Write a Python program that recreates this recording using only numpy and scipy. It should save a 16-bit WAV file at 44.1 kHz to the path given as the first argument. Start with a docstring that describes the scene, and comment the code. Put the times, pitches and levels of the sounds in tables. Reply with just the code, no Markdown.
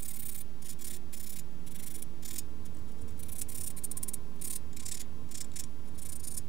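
"""A nail buffer scrubs fingernails in very quick short strokes, heard close up in a small quiet bedroom.
Grit grains catch on the nail and ring the foam block and the nail plate; each grip changes the colour.
Now and then the block's edge ticks against the nail tip. Near reflections and a short tail follow both.
Behind: filtered-noise boom, rumble and 1 kHz whistle, sliding sines for far traffic, a steady sine buzz
with a thin high whine, shaped noise for microphone hiss and a faint low noise that differs left and right."""
import sys
import numpy as np
from scipy import signal
from scipy.fft import rfft, irfft
from scipy.io import wavfile
from scipy.ndimage import uniform_filter1d

SR = 44100
rng = np.random.default_rng(int(sys.argv[2]) if len(sys.argv) > 2 else 0)


def wrap_up_sound(samples):
    """Save the sound to the file named by the first command line argument, as 16-bit audio."""
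    columns = np.atleast_2d(samples).T
    # keep every value between -1 and 1, then stretch to whole-number steps
    tamed = np.clip(columns, -1, 1)
    steps = np.round(tamed * 32767).astype(np.int16)
    wavfile.write(sys.argv[1], SR, steps)


N = 285768  # samples in the scene


def gain_of(db):
    """Amplitude factor of a level in dB."""
    return 10 ** (np.asarray(db) / 20)


def evened(x):
    """The signal brought to an rms of 1."""
    return x / np.sqrt(np.mean(x ** 2) + 1e-20)


def read(points, hz):
    """A curve read off between its points along log frequency."""
    f, value = np.transpose(points)
    return np.interp(np.log(hz + 1), np.log(f + 1), value)


def coloured(spectrum):
    """Noise whose power per Hz follows the spectrum above 18 Hz."""
    hz = np.fft.rfftfreq(N, 1 / SR)
    white = rfft(rng.standard_normal(N))
    shaped = white * gain_of(read(spectrum, hz)) * (hz > 18)
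    return irfft(shaped, N) * np.sqrt(SR / 2)  # white noise spreads its power over SR / 2


def narrow(noise, hz, width):
    """Noise through two equal two-pole resonances in a row, leaving a band that wavers around one pitch."""
    peak = signal.iirpeak(hz, hz / width, SR)
    return evened(signal.lfilter(*peak, signal.lfilter(*peak, noise)))


def body(groups, size=512):
    """Causal ring of mode groups (modes, dB, pitch factor): powers add, each group at its own level."""
    hz = np.abs(np.fft.fftfreq(size, 1 / SR))
    power = 1e-16
    for modes, db, factor in groups:
        peaks = sum(gain_of(2 * d) / (1 + ((hz - f * factor) / w) ** 2) ** 2 for f, w, d in modes)
        power = power + gain_of(2 * db) * peaks / peaks.mean()
    # minimum phase: the ring starts at once and dies away
    minimum_phase = np.exp(signal.hilbert(np.log(power) / 2).conj())
    return np.fft.ifft(minimum_phase).real[:size // 2]


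# Microphone hiss shared by both channels. Each row: frequency in Hz, level in dB per Hz.
HISS_SPECTRUM = [(300, -100), (1000, -101), (2000, -103), (4000, -106), (8000, -110), (11000, -113),
                 (14000, -114), (15700, -117)]


def hiss():
    """Microphone noise, the same in both channels, sloping down towards the treble."""
    return coloured(HISS_SPECTRUM)


# Faint low noise of opposite sign left and right, fading out towards the treble.
# Each row: frequency in Hz, level in dB per Hz.
SIDE_NOISE_SPECTRUM = [(30, -89), (100, -92.5), (270, -95.5), (500, -105), (1280, -114), (2500, -122),
                       (4000, -135), (15500, -145)]


def side_noise():
    """Faint low noise of opposite sign left and right, fading out towards the treble."""
    return coloured(SIDE_NOISE_SPECTRUM) * np.array([[1], [-1]])


# Steady electrical buzz and high whine. Each row: frequency in Hz, level in dB rms.
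BUZZ_TONES = [(239.8, -62), (938, -83), (12107.8, -89), (12227.6, -85), (12347.3, -88), (13906, -95),
              (14866, -93)]


def electrical_buzz():
    """Steady sines with random starting phases."""
    t = np.arange(N) / SR
    buzz = np.zeros(N)
    for hz, db in BUZZ_TONES:
        phase = 2 * np.pi * (hz * t + rng.random())
        buzz += gain_of(db) * np.sqrt(2) * np.sin(phase)  # root 2 turns rms into peak
    return buzz


# Level of the low noise over time: randomly wandering deep boom, nearly steady rumble.
# Each row: time in seconds, deep boom in dB rms, rumble in dB rms.
LOW_NOISE_LEVELS = [(0, -59.5, -55), (1.2, -59.5, -54.5), (2.0, -62.5, -53), (3.1, -51, -52),
                    (3.7, -58, -51.5), (4.2, -58.5, -51.5), (4.8, -53.5, -53), (5.5, -57, -53),
                    (6.48, -53, -53)]
# Colour of the rumble. Each row: frequency in Hz, relative level in dB per Hz.
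RUMBLE_SPECTRUM = [(25, -0.5), (55, -2.5), (88, -6.5), (130, -2), (200, -8), (330, -10), (460, -14),
                   (520, -17.5), (800, -22.5), (1400, -28.5), (2500, -46.5)]
# Room modes humming in the rumble. Each row: frequency in Hz, width of each of two resonances in Hz,
# level in dB against the plain rumble.
ROOM_MODES = [(151.1, 20.4, -9), (186.3, 21.6, -9), (283, 18, -12.5), (456.2, 17, -20.5), (848, 10, -27.5)]


def room_tone():
    """Filtered noise: a randomly wandering deep boom and a nearly steady rumble with its room modes."""
    s, boom_db, rumble_db = np.transpose(LOW_NOISE_LEVELS)
    t = np.arange(N) / SR
    air = rng.standard_normal(N)
    boom = narrow(air, 85.8, 32)
    hums = sum(gain_of(db) * narrow(air, hz, width) for hz, width, db in ROOM_MODES)
    rumble = evened(evened(coloured(RUMBLE_SPECTRUM)) + hums)
    return gain_of(np.interp(t, s, boom_db)) * boom + gain_of(np.interp(t, s, rumble_db)) * rumble


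# Rise and fall of the whistle. Each row: time in seconds, level in dB rms.
WHISTLE_LEVELS = [(0, -81), (1.2, -75.5), (1.7, -78), (2.8, -72), (3.4, -76), (3.7, -65.5), (3.85, -74),
                  (4.0, -64), (4.15, -73), (4.3, -64.5), (4.4, -73), (4.5, -63), (4.62, -72), (5.0, -72.5),
                  (5.4, -70.5), (6.48, -77.5)]


def whistle():
    """A wavering whistle: noise through sharp resonances near 1 kHz."""
    level_db = np.interp(np.arange(N) / SR, *np.transpose(WHISTLE_LEVELS))
    return gain_of(level_db) * narrow(rng.standard_normal(N), 1051, 30)


# Engine notes of far traffic. Each row: start in seconds, end in seconds, first pitch in Hz, last pitch
# in Hz, level in dB rms at mid-swell before it wavers.
ENGINE_NOTES = [(.2, 1.9, 362, 348.3, -66.5), (1.301, 1.87, 140, 191.8, -59.5),
                (1.9, 3.07, 339.6, 318, -64), (2.65, 3.5, 468, 446.4, -67), (3.85, 4.7, 407, 387.6, -67)]


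def traffic(waver_db=4.0):
    """Sliding sines swell and fade while slow noise makes their level waver."""
    t, out = np.arange(N) / SR, np.zeros(N)
    for start, end, first_hz, last_hz, db in ENGINE_NOTES:
        progress = np.clip((t - start) / (end - start), 0, 1)
        waver = evened(uniform_filter1d(rng.standard_normal(N), 3000))
        turns = np.cumsum(first_hz + (last_hz - first_hz) * progress) / SR
        swell = np.sqrt(2 * np.sin(np.pi * progress).clip(0))
        out += gain_of(db + waver_db * waver) * swell * np.sin(2 * np.pi * turns)
    return out


# Near reflections off desk and body. Each row: delay in ms, level in dB against the direct sound.
NEAR_ECHOES = [(2.5, -25.5), (6, -14), (11, -19)]
# Decay of the room's tail. Each row: frequency in Hz, time to fall by 60 dB in seconds.
WALL_DECAY = [(2000, 0.29), (6000, 0.11), (10000, 0.067), (15000, 0.061)]


def room(x, walls_db=-13, turns_per_s=3.):
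    """A few near reflections, and a short diffuse tail that keeps changing as the hands move."""
    near = np.zeros(1024)
    near[0] = 1
    for ms, db in NEAR_ECHOES:
        near[round(ms * SR / 1000)] += gain_of(db)
    # three noise tails, the decay set per frequency
    hz, t, noise = signal.stft(rng.standard_normal((3, SR // 4)), SR, nperseg=128)
    decay = gain_of(-60 * t / read(WALL_DECAY, hz)[:, None])
    tails = signal.istft(noise * decay, SR, nperseg=128)[1]
    tails = tails / np.linalg.norm(tails[0])
    # the sound circles steadily through the tails at constant total power
    turns = turns_per_s * np.arange(N) / SR + np.arange(3)[:, None] / 3
    shares = np.cos(2 * np.pi * turns) * np.sqrt(2 / 3)
    wet = signal.oaconvolve(x * shares, tails, axes=1)[:, :N].sum(0)
    return signal.oaconvolve(x, near)[:N] + gain_of(walls_db) * wet


# The block's edge catches the nail tip with a single tick.
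# Each row: time in seconds, peak level in dB before the room.
EDGE_TICKS = [(2.0273, -26), (3.233, -36), (3.4117, -36), (3.4135, -22), (3.4171, -14), (3.4198, -19.5),
              (3.8465, -33), (4.1382, -35), (5.017, -28)]


def edge_ticks():
    """Each tick is one blow, ringing the scratch, nail, grit and foam modes together."""
    blows = np.zeros(N)
    for s, db in EDGE_TICKS:
        blows[round(s * SR)] = gain_of(db)
    ring = body([(SCRATCH_MODES, 0, 1), (NAIL_MODES, -6., 1), (GRIT_MODES, -5., 1), (FOAM_MODES, -14., 1)])
    return signal.oaconvolve(blows, ring / abs(ring).max())[:N]


def pressure(ms, most_pressure=0.59, rise_power=0.69, fall_power=0.65):
    """The stroke swells to its moment of most pressure, a share of its length, and lets go."""
    u = np.linspace(0, 1, round(ms * SR / 1000))
    up = np.clip(u / most_pressure, 0, 1)
    down = np.clip((1 - u) / (1 - most_pressure), 0, 1)
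    return np.sin(np.pi / 2 * up) ** rise_power * np.sin(np.pi / 2 * down) ** fall_power


def catching_grains(grains_per_s=9000, size_db=2.5, chatter_db=1.0):
    """Random clicks of uneven size; chatter swells them in clumps as the block judders within a stroke."""
    size = gain_of(size_db * np.minimum(rng.exponential(1, N), 3.2)) * rng.choice([-1, 1], N)
    grains = evened(size * (rng.random(N) < grains_per_s / SR))
    chatter = evened(uniform_filter1d(rng.standard_normal(N), 60))
    return evened(grains * gain_of(chatter_db * chatter))


# Strokes of the buffer. Each row: start in seconds, length in ms, scratch level in dB at most pressure.
STROKE_TIMES = [(0.0, 12, -45), (0.021, 20.3, -44), (0.046, 22.8, -45.0), (0.077, 21, -42.5),
                (0.098, 24, -45.5), (0.131, 23, -47.5), (0.154, 26, -45.5), (0.188, 23, -45.2),
                (0.219, 24.4, -45.5), (0.25, 26.6, -44.0), (0.282, 23, -42.5), (0.312, 27, -47.5),
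                (0.342, 25.3, -44.5), (0.373, 24.1, -46.0), (0.399, 22.3, -46), (0.618, 18, -53),
                (0.642, 38.4, -49.5), (0.682, 36, -45), (0.719, 20, -52.0), (0.786, 19, -57.5),
                (0.807, 24.6, -51.5), (0.84, 21, -44), (0.865, 27, -44), (0.897, 25.5, -44.5),
                (0.923, 35, -48), (0.957, 17.7, -52), (1.125, 31, -47), (1.164, 24, -50),
                (1.194, 22, -45.5), (1.226, 26, -49.0), (1.258, 26, -49), (1.29, 23, -45),
                (1.319, 25.3, -46), (1.355, 24.4, -47.5), (1.384, 17.4, -45), (1.662, 27, -54),
                (1.705, 24.1, -53), (1.743, 27, -49.5), (1.784, 27, -48.5), (1.822, 27.4, -47),
                (1.858, 31.1, -45.5), (1.899, 28, -48.5), (1.937, 32.6, -45.5), (1.976, 30, -51.5),
                (2.02, 11, -40), (2.223, 16.5, -55), (2.247, 19.9, -46.5), (2.276, 20.3, -46),
                (2.302, 19.9, -46.5), (2.328, 20.4, -45), (2.353, 18.6, -45), (2.379, 17.4, -38),
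                (2.65, 20.3, -56.5), (2.742, 11.9, -63.5), (2.767, 7.1, -64), (2.781, 19.0, -69.2),
                (2.873, 33, -69.5), (2.914, 13.9, -65), (2.978, 23, -71.5), (3.008, 20, -60),
                (3.075, 24, -61), (3.101, 14, -64.5), (3.118, 9.5, -75), (3.172, 14, -64), (3.189, 22, -50),
                (3.227, 12.6, -46.5), (3.25, 28, -59.8), (3.282, 21.5, -49.5), (3.317, 21, -42.5),
                (3.351, 20.4, -46), (3.379, 24.8, -40), (3.416, 10, -36), (3.484, 24, -42.5),
                (3.512, 26, -47.5), (3.544, 22.8, -41.5), (3.571, 23, -42), (3.601, 22.6, -40),
                (3.631, 23, -40.5), (3.66, 27.3, -38.5), (3.699, 16.0, -45), (3.764, 32, -42.9),
                (3.82, 10.5, -63), (3.835, 21, -35.0), (3.904, 3.3, -58), (3.912, 9.8, -34.5),
                (3.96, 4.8, -67), (3.968, 13, -34.5), (4.019, 6.3, -59.5), (4.028, 10.6, -31),
                (4.074, 4.4, -60.5), (4.079, 17.3, -34.5), (4.134, 12, -32.5), (4.357, 11.0, -66),
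                (4.39, 15, -66.5), (4.412, 17, -39.5), (4.437, 24.7, -38), (4.465, 24.5, -38.5),
                (4.497, 21.6, -37.5), (4.524, 19, -38.5), (4.552, 17.2, -35.5), (4.728, 7.7, -61),
                (4.764, 13, -47), (4.793, 19.5, -49.5), (4.821, 20, -55), (4.852, 19.7, -41.5),
                (4.879, 18.4, -43.5), (4.911, 19.6, -40), (4.938, 19.6, -43.5), (4.969, 12, -44.5),
                (4.993, 27, -45.5), (5.014, 6.7, -53), (5.287, 10.1, -67), (5.308, 20, -50.5),
                (5.342, 19.0, -45), (5.372, 16.5, -45), (5.403, 17, -40.0), (5.442, 7.5, -53),
                (5.516, 5, -65), (5.534, 10, -64), (5.555, 22.4, -43.0), (5.587, 24.1, -43),
                (5.636, 7.8, -49.5), (5.852, 15, -69.5), (5.871, 26, -62.5), (5.942, 25.3, -64.0),
                (5.976, 27, -51.5), (6.016, 21, -43.5), (6.049, 24.5, -44.5), (6.086, 19, -43),
                (6.118, 20.8, -41), (6.152, 18, -44.5), (6.193, 17.7, -48), (6.229, 31, -44),
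                (6.268, 22, -39.5), (6.303, 26.6, -42.5), (6.337, 20, -43.5), (6.366, 24.3, -36.0)]
# Grips on a nail, each held for a bout of strokes. Each row: start in seconds; foam block, nail plate and
# fine grit in dB against the scratch in a usual stroke; pitch factors of scratch, foam and nail; then the
# swing between push and pull: scratch pitch factor, foam and nail in dB, grit in dB.
NAIL_GRIPS = [(0, -13, -11.5, 0, .98, 0.98, .96, 0.055, 1.5, -.6),
              (.55, -12, -5, -6, 1.01, .93, 0.98, .001, 0.3, .1),
              (.76, -10.5, -3.5, -3.5, 1.01, 0.96, 1, -0.013, -1.2, -1),
              (1.05, -11, -4, -2.5, 1.065, 0.98, 0.99, 0.0029, 1.1, -2),
              (1.55, -11.5, -6.5, -6, 1.07, 0.94, 1.03, 0.027, -0.3, .1),
              (2.15, -6.5, 0, -1, 1.006, .96, 1, -.02, -.5, -1),
              (2.55, -16, -5.5, -7, 0.96, .92, 1, 0.015, 3, -1),
              (3.18, -12.5, -7.5, -6, 1.06, 0.97, 1.08, 0.0023, -1.3, .1),
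              (3.46, -13.5, -8, -5, 1.005, 0.99, 1.02, 0.0041, -0.5, -1),
              (3.74, -15, -10, -9, 1, .98, .99, 0.0097, -0.9, .1),
              (4.28, -13, -9.5, -5.5, 0.98, 1, 0.955, 0.0059, 0, -1),
              (4.66, -8, 1.5, -10.5, 0.98, 0.97, 1, -0.053, -0.6, -1),
              (5.2, -9, 2.5, -7, 0.96, 0.95, 1.01, -.03, 0.4, -1),
              (5.49, -7, 1.3, -10, .97, .97, 1.01, -0.0074, -0.6, -3),
              (5.76, -15, -8.5, -12, 1.004, 0.96, 1, -0.015, -1, .1),
              (6.18, -20, -6.5, -14, 1.006, 1, 0.952, .001, -0.2, .1)]
# Foam, nail and grit in turn: dB each falls behind the scratch for each dB above a usual stroke.
PRESSURE_LAG = [0.56, 0.22, .1]
# Modes the grains ring: the scratch, the foam block, the nail plate and the fine grit.
# Each row: frequency in Hz, half-width in Hz at 6 dB down, relative level in dB; pitch factors may shift them.
SCRATCH_MODES = [(7940, 1100, -7), (9134, 640, 10), (9560, 370, -1), (10730, 700, 1), (11260, 940, 3)]
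FOAM_MODES = [(1813, 100, 4), (2326, 444, 7.5), (3430, 320, -1.5), (3840, 580, 9), (4500, 300, 3)]
NAIL_MODES = [(5680, 1400, -8.5), (5460, 640, 2), (7155, 270, 0), (7310, 770, 5.5)]
GRIT_MODES = [(13200, 300, 0), (13500, 810, -5), (14900, 2600, 0)]


def buffer_strokes(usual_db=-46.5, scatter=.015, scatter_db=1.5):
    """Each stroke presses grains into the nail and rings the modes as its grip and direction leave them."""
    grains = catching_grains()
    grip_starts = [row[0] for row in NAIL_GRIPS]
    stroke_starts = [row[0] for row in STROKE_TIMES]
    grip = np.searchsorted(grip_starts, stroke_starts, "right") - 1
    # push, pull, push .. from the start of each grip
    way = (-1.) ** (np.arange(len(grip)) - np.searchsorted(grip, grip))
    # no two strokes land alike
    slips = 1 + scatter * rng.standard_normal((len(grip), 3))
    slips_db = scatter_db * rng.standard_normal((len(grip), 3))
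    out = np.zeros(N)
    for (s, ms, db), k, w, slip, slip_db in zip(STROKE_TIMES, grip, way, slips, slips_db):
        (_, foam_db, nail_db, grit_db, scratch_pitch, foam_pitch, nail_pitch,
         swing, swing_db, grit_swing_db) = NAIL_GRIPS[k]
        levels_db = np.array([foam_db + w * swing_db, nail_db + w * swing_db, grit_db + w * grit_swing_db])
        levels_db = levels_db - np.multiply(PRESSURE_LAG, db - usual_db) + slip_db
        pitches = slip * [scratch_pitch + w * swing, foam_pitch, nail_pitch]
        modes = [SCRATCH_MODES, FOAM_MODES, NAIL_MODES, GRIT_MODES]
        ring = body(zip(modes, [0, *levels_db], [*pitches, 1]))
        start = round(s * SR)
        push = gain_of(db) * pressure(ms)
        sound = np.convolve(push * grains[start:start + len(push)], ring)
        out[start:start + len(sound)] += sound
    return out


def scene():
    """The buffer and its ticks in the room, over the background."""
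    background = hiss() + side_noise() + electrical_buzz() + room_tone() + whistle() + traffic()
    return background + room(buffer_strokes() + edge_ticks())


# Constant offset of the converter. Each row: one channel, left then right, as a share of full scale.
CONVERTER_OFFSET = [
    [.0113],
    [.0374],
]


def record(dry, edge_hz=15750):
    """The converter cuts everything above its band edge and adds its constant offset."""
    low_pass = signal.firwin(801, edge_hz, window=("kaiser", 9), fs=SR)
    return CONVERTER_OFFSET + signal.oaconvolve(dry, low_pass[None], "same")


dry = scene()
out = record(dry)
wrap_up_sound(out)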